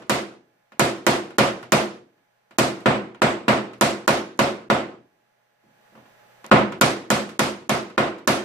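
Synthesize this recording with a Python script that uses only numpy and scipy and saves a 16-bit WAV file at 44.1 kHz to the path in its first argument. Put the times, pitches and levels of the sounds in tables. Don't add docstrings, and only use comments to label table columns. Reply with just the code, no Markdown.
import sys
import numpy as np
from scipy import signal
from scipy.fft import rfft, irfft
from scipy.io import wavfile
from scipy.ndimage import uniform_filter1d, map_coordinates

SR = 44100
rng = np.random.default_rng(int(sys.argv[2]) if len(sys.argv) > 2 else 0)


def boost(x):
    u = np.asarray(x, float) / 20
    return 10 ** u


def transcribe(u):
    v = np.clip(np.atleast_2d(u).T, -1, 1)
    q = np.round(v * 32767).astype(np.int16)
    wavfile.write(sys.argv[1], SR, q)


N = 372204

RING = 24576
TYPICAL_MIDDLE_DB, TYPICAL_TREBLE_DB = -10, -23


def unit(x):
    return x / np.sqrt(np.mean(x ** 2) + 1e-20)


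def along(points, hz):
    f, v = np.transpose(points)
    return np.interp(np.log(hz + 1), np.log(f + 1), v)


# frequency in Hz, left over right in dB.
STEREO_LEAN = [(60, 1), (110, 0), (200, 2), (380, -0.5), (700, 0.5), (1290, -4.5), (2380, -3), (4400, 4),
               (8120, -4.5), (15000, 0)]


def spread(pair, spectrum, alike):
    hz = np.fft.rfftfreq(pair.shape[-1], 1 / SR)
    turn = np.arccos(np.clip(along(alike, hz), -1, 1)) / 2
    mid, side = rfft(pair) * boost(along(spectrum, hz)) * [np.cos(turn), np.sin(turn)]
    lean = boost(along(STEREO_LEAN, hz) / 2)
    return unit(irfft(np.array([(mid + side) * lean, (mid - side) / lean]), pair.shape[-1]))


def causal(x, gain):
    cepstrum = irfft(np.log(gain + 1e-6), x.shape[-1])
    cepstrum[1:len(cepstrum) // 2] *= 2
    cepstrum[len(cepstrum) // 2 + 1:] = 0
    return irfft(rfft(x) * np.exp(rfft(cepstrum)), x.shape[-1])


# start in seconds, body peak in dB,
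# treble over body in dB, boom in dB, shine of the punch at 8 kHz in dB.
BLOWS = [(-.17, -17.5, -17, 1, 0), (0.096, -11, -16, -1, 0), (0.795, -9, -15.5, -0.5, 1.5),
         (1.066, -8, -16.5, -1.5, 1), (1.384, -6.5, -18.5, -1.5, 0.5), (1.721, -8, -15.5, -1, -1),
         (2.585, -9, -15.5, 1.5, 1.5), (2.858, -6.5, -28.5, 0.2, 6), (3.218, -7, -23.5, -0.5, 6),
         (3.481, -6.5, -24.5, -1.5, 3.5), (3.811, -8.5, -15.5, -1, 2), (4.078, -8, -17.5, -1, -2.5),
         (4.391, -8.5, -20, 0.1, .7), (4.7, -9, -25.5, -1, 3.5), (6.514, -2.5, -30, 0, 2.5),
         (6.812, -6.5, -15.5, -1.5, -0.5), (7.103, -10, -15, 0, 1.5), (7.393, -11, -14.5, 0, -0.5),
         (7.694, -11.5, -17, 0.5, -1.5), (7.978, -9, -26.5, -1.5, 3), (8.275, -9, -15, -1, -1)]


def hammer_blows():
    square_treble_db, crack_over_body_db, crack_loss = -15, 3.5, 0.34
    rows = []
    for start, body_db, treble_db, boom_db, shine_db in BLOWS:
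        glance = square_treble_db - treble_db
        middle_db = TYPICAL_MIDDLE_DB + 0.2 * (treble_db - TYPICAL_TREBLE_DB)
        crack_db = body_db + crack_over_body_db - crack_loss * glance ** 2
        row = (start, body_db, middle_db, treble_db, crack_db, 1.016)
        clank_db = .3 * boom_db
        rows.append((row, (boom_db, clank_db, shine_db)))
    return rows


def since_blow(lead):
    t, onsets = np.arange(N) / SR, np.array(BLOWS)[:, 0]
    return t - onsets[np.searchsorted(onsets - lead, t) - 1]


# start in seconds, body peak in dB, treble over body in dB.
PUNCH_SETS = [(.021, -43, -21), (.720, -43.5, -22.5), (1.305, -39.5, -19.5), (1.628, -35.5, -17),
              (2.179, -63, -24.5), (2.509, -45, -20), (2.803, -44.5, -11.5), (3.147, -41, -24),
              (3.733, -40.5, -16.5), (6.443, -35.5, -19), (6.722, -28.5, -22), (7.022, -50, -20),
              (7.291, -37.5, -12), (7.899, -42, -19), (8.183, -44, -15)]


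def punch_sets():
    return [(start, body_db, -5 + .3 * (treble_db + 19.5), treble_db, body_db - 8, 2.1)
            for start, body_db, treble_db in PUNCH_SETS]


# start in seconds, crack in dB.
GRAZES = [
    (4.376, -46.5),
    (6.4645, -27),
]


def hammer_grazes():
    return [(start, crack_db - 28.5, -1, -13.5, crack_db, .93) for start, crack_db in GRAZES]


# start in seconds, body peak in dB, middle over body in dB.
FINGERS = [
    (5.639, -57.5, -42),
    (5.685, -59.5, -40),
    (5.774, -66, -40),
    (5.92, -53.5, -34),
    (5.952, -42, -14),
    (5.975, -44.5, -16),
    (6.055, -51, -7),
]


def finger_touches():
    return [(start, body_db, middle_db, middle_db - 15.5, body_db - 25.5, 1.6)
            for start, body_db, middle_db in FINGERS]


def contacts():
    rows = hammer_blows()
    for row in punch_sets() + finger_touches() + hammer_grazes():
        middle_over_typical = row[2] - TYPICAL_MIDDLE_DB
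        rows.append((row, (-.3 * middle_over_typical, .5 * middle_over_typical, 0)))
    return rows


def punch_crack(crack_db):
    size = 1024
    t, f = np.arange(size) / SR, np.fft.rfftfreq(size, 1 / SR)
    snap = .6 * rng.standard_normal(size) - np.sin(2 * np.pi * 7000 * t)
    snap = snap * boost(-60 * t / .0025)
    snap[0] -= 1.5
    colour = [(800, -14.5), (3000, -10.5), (7000, -0.5), (12000, -0.5), (15400, -11), (16800, -24.0)]
    snap = causal(snap, boost(along(colour, f)))
    return boost(crack_db) * np.array([boost(-8.5) * np.roll(snap, shift=18), boost(4.5) * snap])


PANEL_HZ = [70, 82, 123, 150, 206, 219, 250, 265, 290, 330, 356, 376, 415, 440, 470, 508, 530, 556, 580,
            619, 647, 685, 720, 750, 888, 961, 1057, 1178, 1284, 1418]
# level in dB, t60 in seconds.
PANEL_RING = [(-17, 0.44), (-22, 0.29), (-6.5, 0.48), (-4, 0.27), (0, 0.41), (0.5, 0.36), (-3.5, 0.3),
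              (-3.5, 0.27), (-0.5, 0.043), (-1, 0.51), (-2, 0.58), (-7.5, 0.72), (-11, 0.84), (-17, 0.34),
              (-9.5, 0.62), (-3.5, 0.39), (-6, 0.2), (-3, .4), (-7.5, 0.21), (-8.5, 0.45), (-4, 0.43),
              (-3.5, 0.37), (-9.5, 0.5), (-10, 0.31), (-11.5, 0.2), (-8, 0.36), (-1.5, 0.3), (-8.5, 0.14),
              (-11.5, 0.42), (0.5, 0.089)]


def panel_modes():
    t = np.arange(RING) / SR
    hz = np.array(PANEL_HZ)[:, None]
    db, t60 = np.transpose(PANEL_RING)[:, :, None]
    t60 = np.minimum(t60, .52)
    knots = rng.standard_normal((2, len(PANEL_RING), 24))
    swing, bend = [np.array([map_coordinates(k, [t * 28]) for k in group]) for group in knots]
    phase = rng.uniform(0, 2 * np.pi, hz.shape) + .35 * bend
    skew = rng.normal(0, 1, hz.shape) * (0.44 + hz / 1500)
    rise = 1 - np.exp(-t * hz / .9)
    ports = []
    for side, lean_db in ((-.5, -1.1), (.5, 0.1)):
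        level = rise * boost(db + lean_db + 3.4 * swing - 60 * t / t60)
        ports.append(level * np.sin(2 * np.pi * hz * t + phase + side * skew))
    return np.array(ports)


# frequency in Hz, level in dB per Hz.
BODY_SPECTRUM = [(40, -54), (100, -22), (200, -16), (400, -11.5), (700, -9), (1060, -8.5), (1700, -13.5),
                 (2200, -14.5), (3500, -21), (5500, -29), (7500, -33.5), (11000, -38), (14500, -43.5),
                 (15600, -63.5)]
# frequency in Hz, left-right likeness.
BODY_ALIKE = [(60, 0), (150, 0.89), (380, 1), (950, 0), (2380, 0.035), (5980, 0.0), (15000, 0.14)]


def body_noise():
    return spread(rng.standard_normal((2, RING)), BODY_SPECTRUM, BODY_ALIKE)


# frequency in Hz, t60 in seconds.
DENSE_DECAY = [(60, 0.21), (200, 0.92), (600, .45), (2000, 0.42), (6000, 0.4), (14000, 0.31)]


def dense_ring(noise, damping):
    hz, frame_s, z = signal.stft(noise, SR, nperseg=256)
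    clumps = uniform_filter1d(rng.standard_normal(z.shape[1:]), size=2, axis=0)
    clumps = unit(uniform_filter1d(clumps, size=7, axis=1))
    fade_db = -60 * damping * frame_s / along(DENSE_DECAY, hz)[:, None]
    return signal.istft(z * boost(1.3 * clumps + fade_db), SR, nperseg=256)[1][:, :RING]


def push(t, width):
    u = np.maximum(t, 0) / width
    return -u * (2 - u) * np.exp(-u)


# delay in seconds, level in dB.
WALL_ECHOES = [(0, -2), (.0095, -8), (.0275, -8), (.038, -9), (.0522, 2), (.066, -10), (.086, -11)]


def wall_pushes(t):
    return boost(9) * sum(boost(db) * push(t - s, width=.0003 + .006 * s) for s, db in WALL_ECHOES)


# time after the blow in seconds, gain in dB.
LIMITER_SWELL = [(0, 3.5), (.02, 1.5), (.06, 3.5), (.1, 4.5), (.16, 2), (.25, 3), (.4, -3.5)]


def strike(row, spot, fixed, modes):
    _, body_db, middle_db, treble_db, crack_db, damping = row
    boom_db, clank_db, shine_db = spot
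    t, f = np.arange(RING) / SR, np.fft.rfftfreq(RING, 1 / SR)
    same = 0.48
    noise = np.sqrt(same) * fixed + np.sqrt(1 - same) * body_noise()
    dense = dense_ring(noise, damping)
    tones = boost(rng.normal(0, 2.0, len(PANEL_RING))) @ modes * boost(-140 * (damping - 1) * t)
    ring = (boost(-3) * dense + boost(-8) * tones) * (1 - np.exp(-t / .0005))
    ring = ring * boost(np.interp(t, *np.transpose(LIMITER_SWELL))) + wall_pushes(t)
    brighter_db = treble_db - TYPICAL_TREBLE_DB
    hardness = [(70, min(boom_db, 0) - 4), (130, boom_db), (220, boom_db), (600, 0.0014), (1300, clank_db),
                (2800, middle_db - TYPICAL_MIDDLE_DB), (6500, brighter_db), (14000, 1.3 * brighter_db)]
    shine = shine_db * np.exp(-((f - 7900) / 700) ** 2)
    ring = boost(body_db - 6.5) * causal(ring, boost(along(hardness, f) + shine))
    ring[:, :1024] += punch_crack(crack_db)
    return ring


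def taps():
    out = np.zeros((2, N + RING))
    fixed, modes = body_noise(), panel_modes()
    for row, spot in contacts():
        start = round(row[0] * SR)
        sound = strike(row, spot, fixed, modes)[:, max(0, -start):]
        out[:, max(0, start):][:, :sound.shape[1]] += sound
    return signal.sosfilt(signal.butter(2, 60, "high", fs=SR, output="sos"), out[:, :N])


def lamp_whine():
    t, jumps_s, jump_hz, slide_s = np.arange(N) / SR, (4.985, 5.38), 200, .06
    slides = sum((t > s) * np.exp(-np.abs(t - s) / slide_s) for s in jumps_s)
    sag_hz = 40 * np.maximum(t - jumps_s[0], 0)
    turns = 2 * np.pi * np.cumsum(6030 + jump_hz * slides - sag_hz) / SR
    return boost(-89.5) * np.sin(turns) + boost(-104) * np.sin(2 * turns)


# frequency in Hz, level in dB rms, wander of the phase.
HUM_LINES = [(121, -84, .008), (619, -86, .01), (689, -87, .01), (840, -78, .003), (1028, -88, .01),
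             (1680, -84, .008)]


def hum():
    t, lines = np.arange(N) / SR, 0
    for hz, db, wander in HUM_LINES:
        drift = uniform_filter1d(rng.standard_normal(N), size=2000).cumsum()
        phase = 2 * np.pi * hz * t + wander * drift + [[0], [.8]]
        lines = lines + np.sqrt(2) * boost(db) * np.sin(phase)
    return lines


# frequency in Hz, level in dB per Hz.
ROOM_SPECTRUM = [(15, -17.5), (32, -21.5), (55, -36), (110, -15), (214, -9), (273, -18), (600, -3),
                 (840, -6.5), (950, -12), (1690, -10), (3700, -20.5), (10000, -31), (15450, -27),
                 (15600, -73)]
# frequency in Hz, left-right likeness.
ROOM_ALIKE = [(60, .6), (200, 0.58), (640, -0.36), (1400, 0.074), (4000, -0.15)]


def workshop():
    air = boost(-68) * spread(rng.standard_normal((2, N)), ROOM_SPECTRUM, ROOM_ALIKE)
    hold_s, recover_s, recover_db = 0.89, 0.22, 12.5
    opened = 1 - np.exp(-np.maximum(since_blow(0) - hold_s, 0) / recover_s)
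    return boost([[-.6], [.6]]) * (air + hum() + lamp_whine()) * boost(recover_db * opened)


def scene():
    return taps() + workshop()


TOP_HZ = 15550
# frequency in Hz, share.
SPARSE_TREBLE = [(4000, 0), (7000, .55), (10000, .88), (13000, 1.15), (14500, 1.4), (15100, 4)]


def thinned(x):
    hz, _, z = signal.stft(x, SR, nperseg=2048, noverlap=1536)
    power = uniform_filter1d(np.sum(np.abs(z) ** 2, axis=0), size=5, axis=1)
    power = uniform_filter1d(power, size=5, axis=0)
    weak = power < along(SPARSE_TREBLE, hz)[:, None] * uniform_filter1d(power, size=31, axis=0)
    dropped = z * (weak | (hz[:, None] > TOP_HZ))
    lost = signal.istft(dropped, SR, nperseg=2048, noverlap=1536)[1][:, :N]
    x = x - np.interp(since_blow(.024), [.008, .022, .3, .38], [0, 1, 1, 0]) * lost
    t, onsets = np.arange(N) / SR, np.array(BLOWS)[:, 0]
    early = (onsets * SR - 312) % 1024 < 600
    mute_lead_s, mute_s = .011, .0055
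    for s in onsets[early] - mute_lead_s:
        x = x * (1 - np.interp(t, [s - .002, s, s + mute_s, s + mute_s + .0015], [0, .99, .99, 0]))
    return x


def top_cut(x):
    return signal.sosfilt(signal.butter(12, 16820, fs=SR, output="sos"), x)


def record(dry):
    held = dry / (1 + np.abs(dry / .98) ** 6) ** (1 / 6)
    edge_db = along([(TOP_HZ, 0), (TOP_HZ + 200, -18), (16800, -26)], np.fft.rfftfreq(N, 1 / SR))
    finished = thinned(irfft(rfft(held) * boost(edge_db), N))
    return top_cut(finished)


dry = scene()
out = record(dry)
transcribe(out)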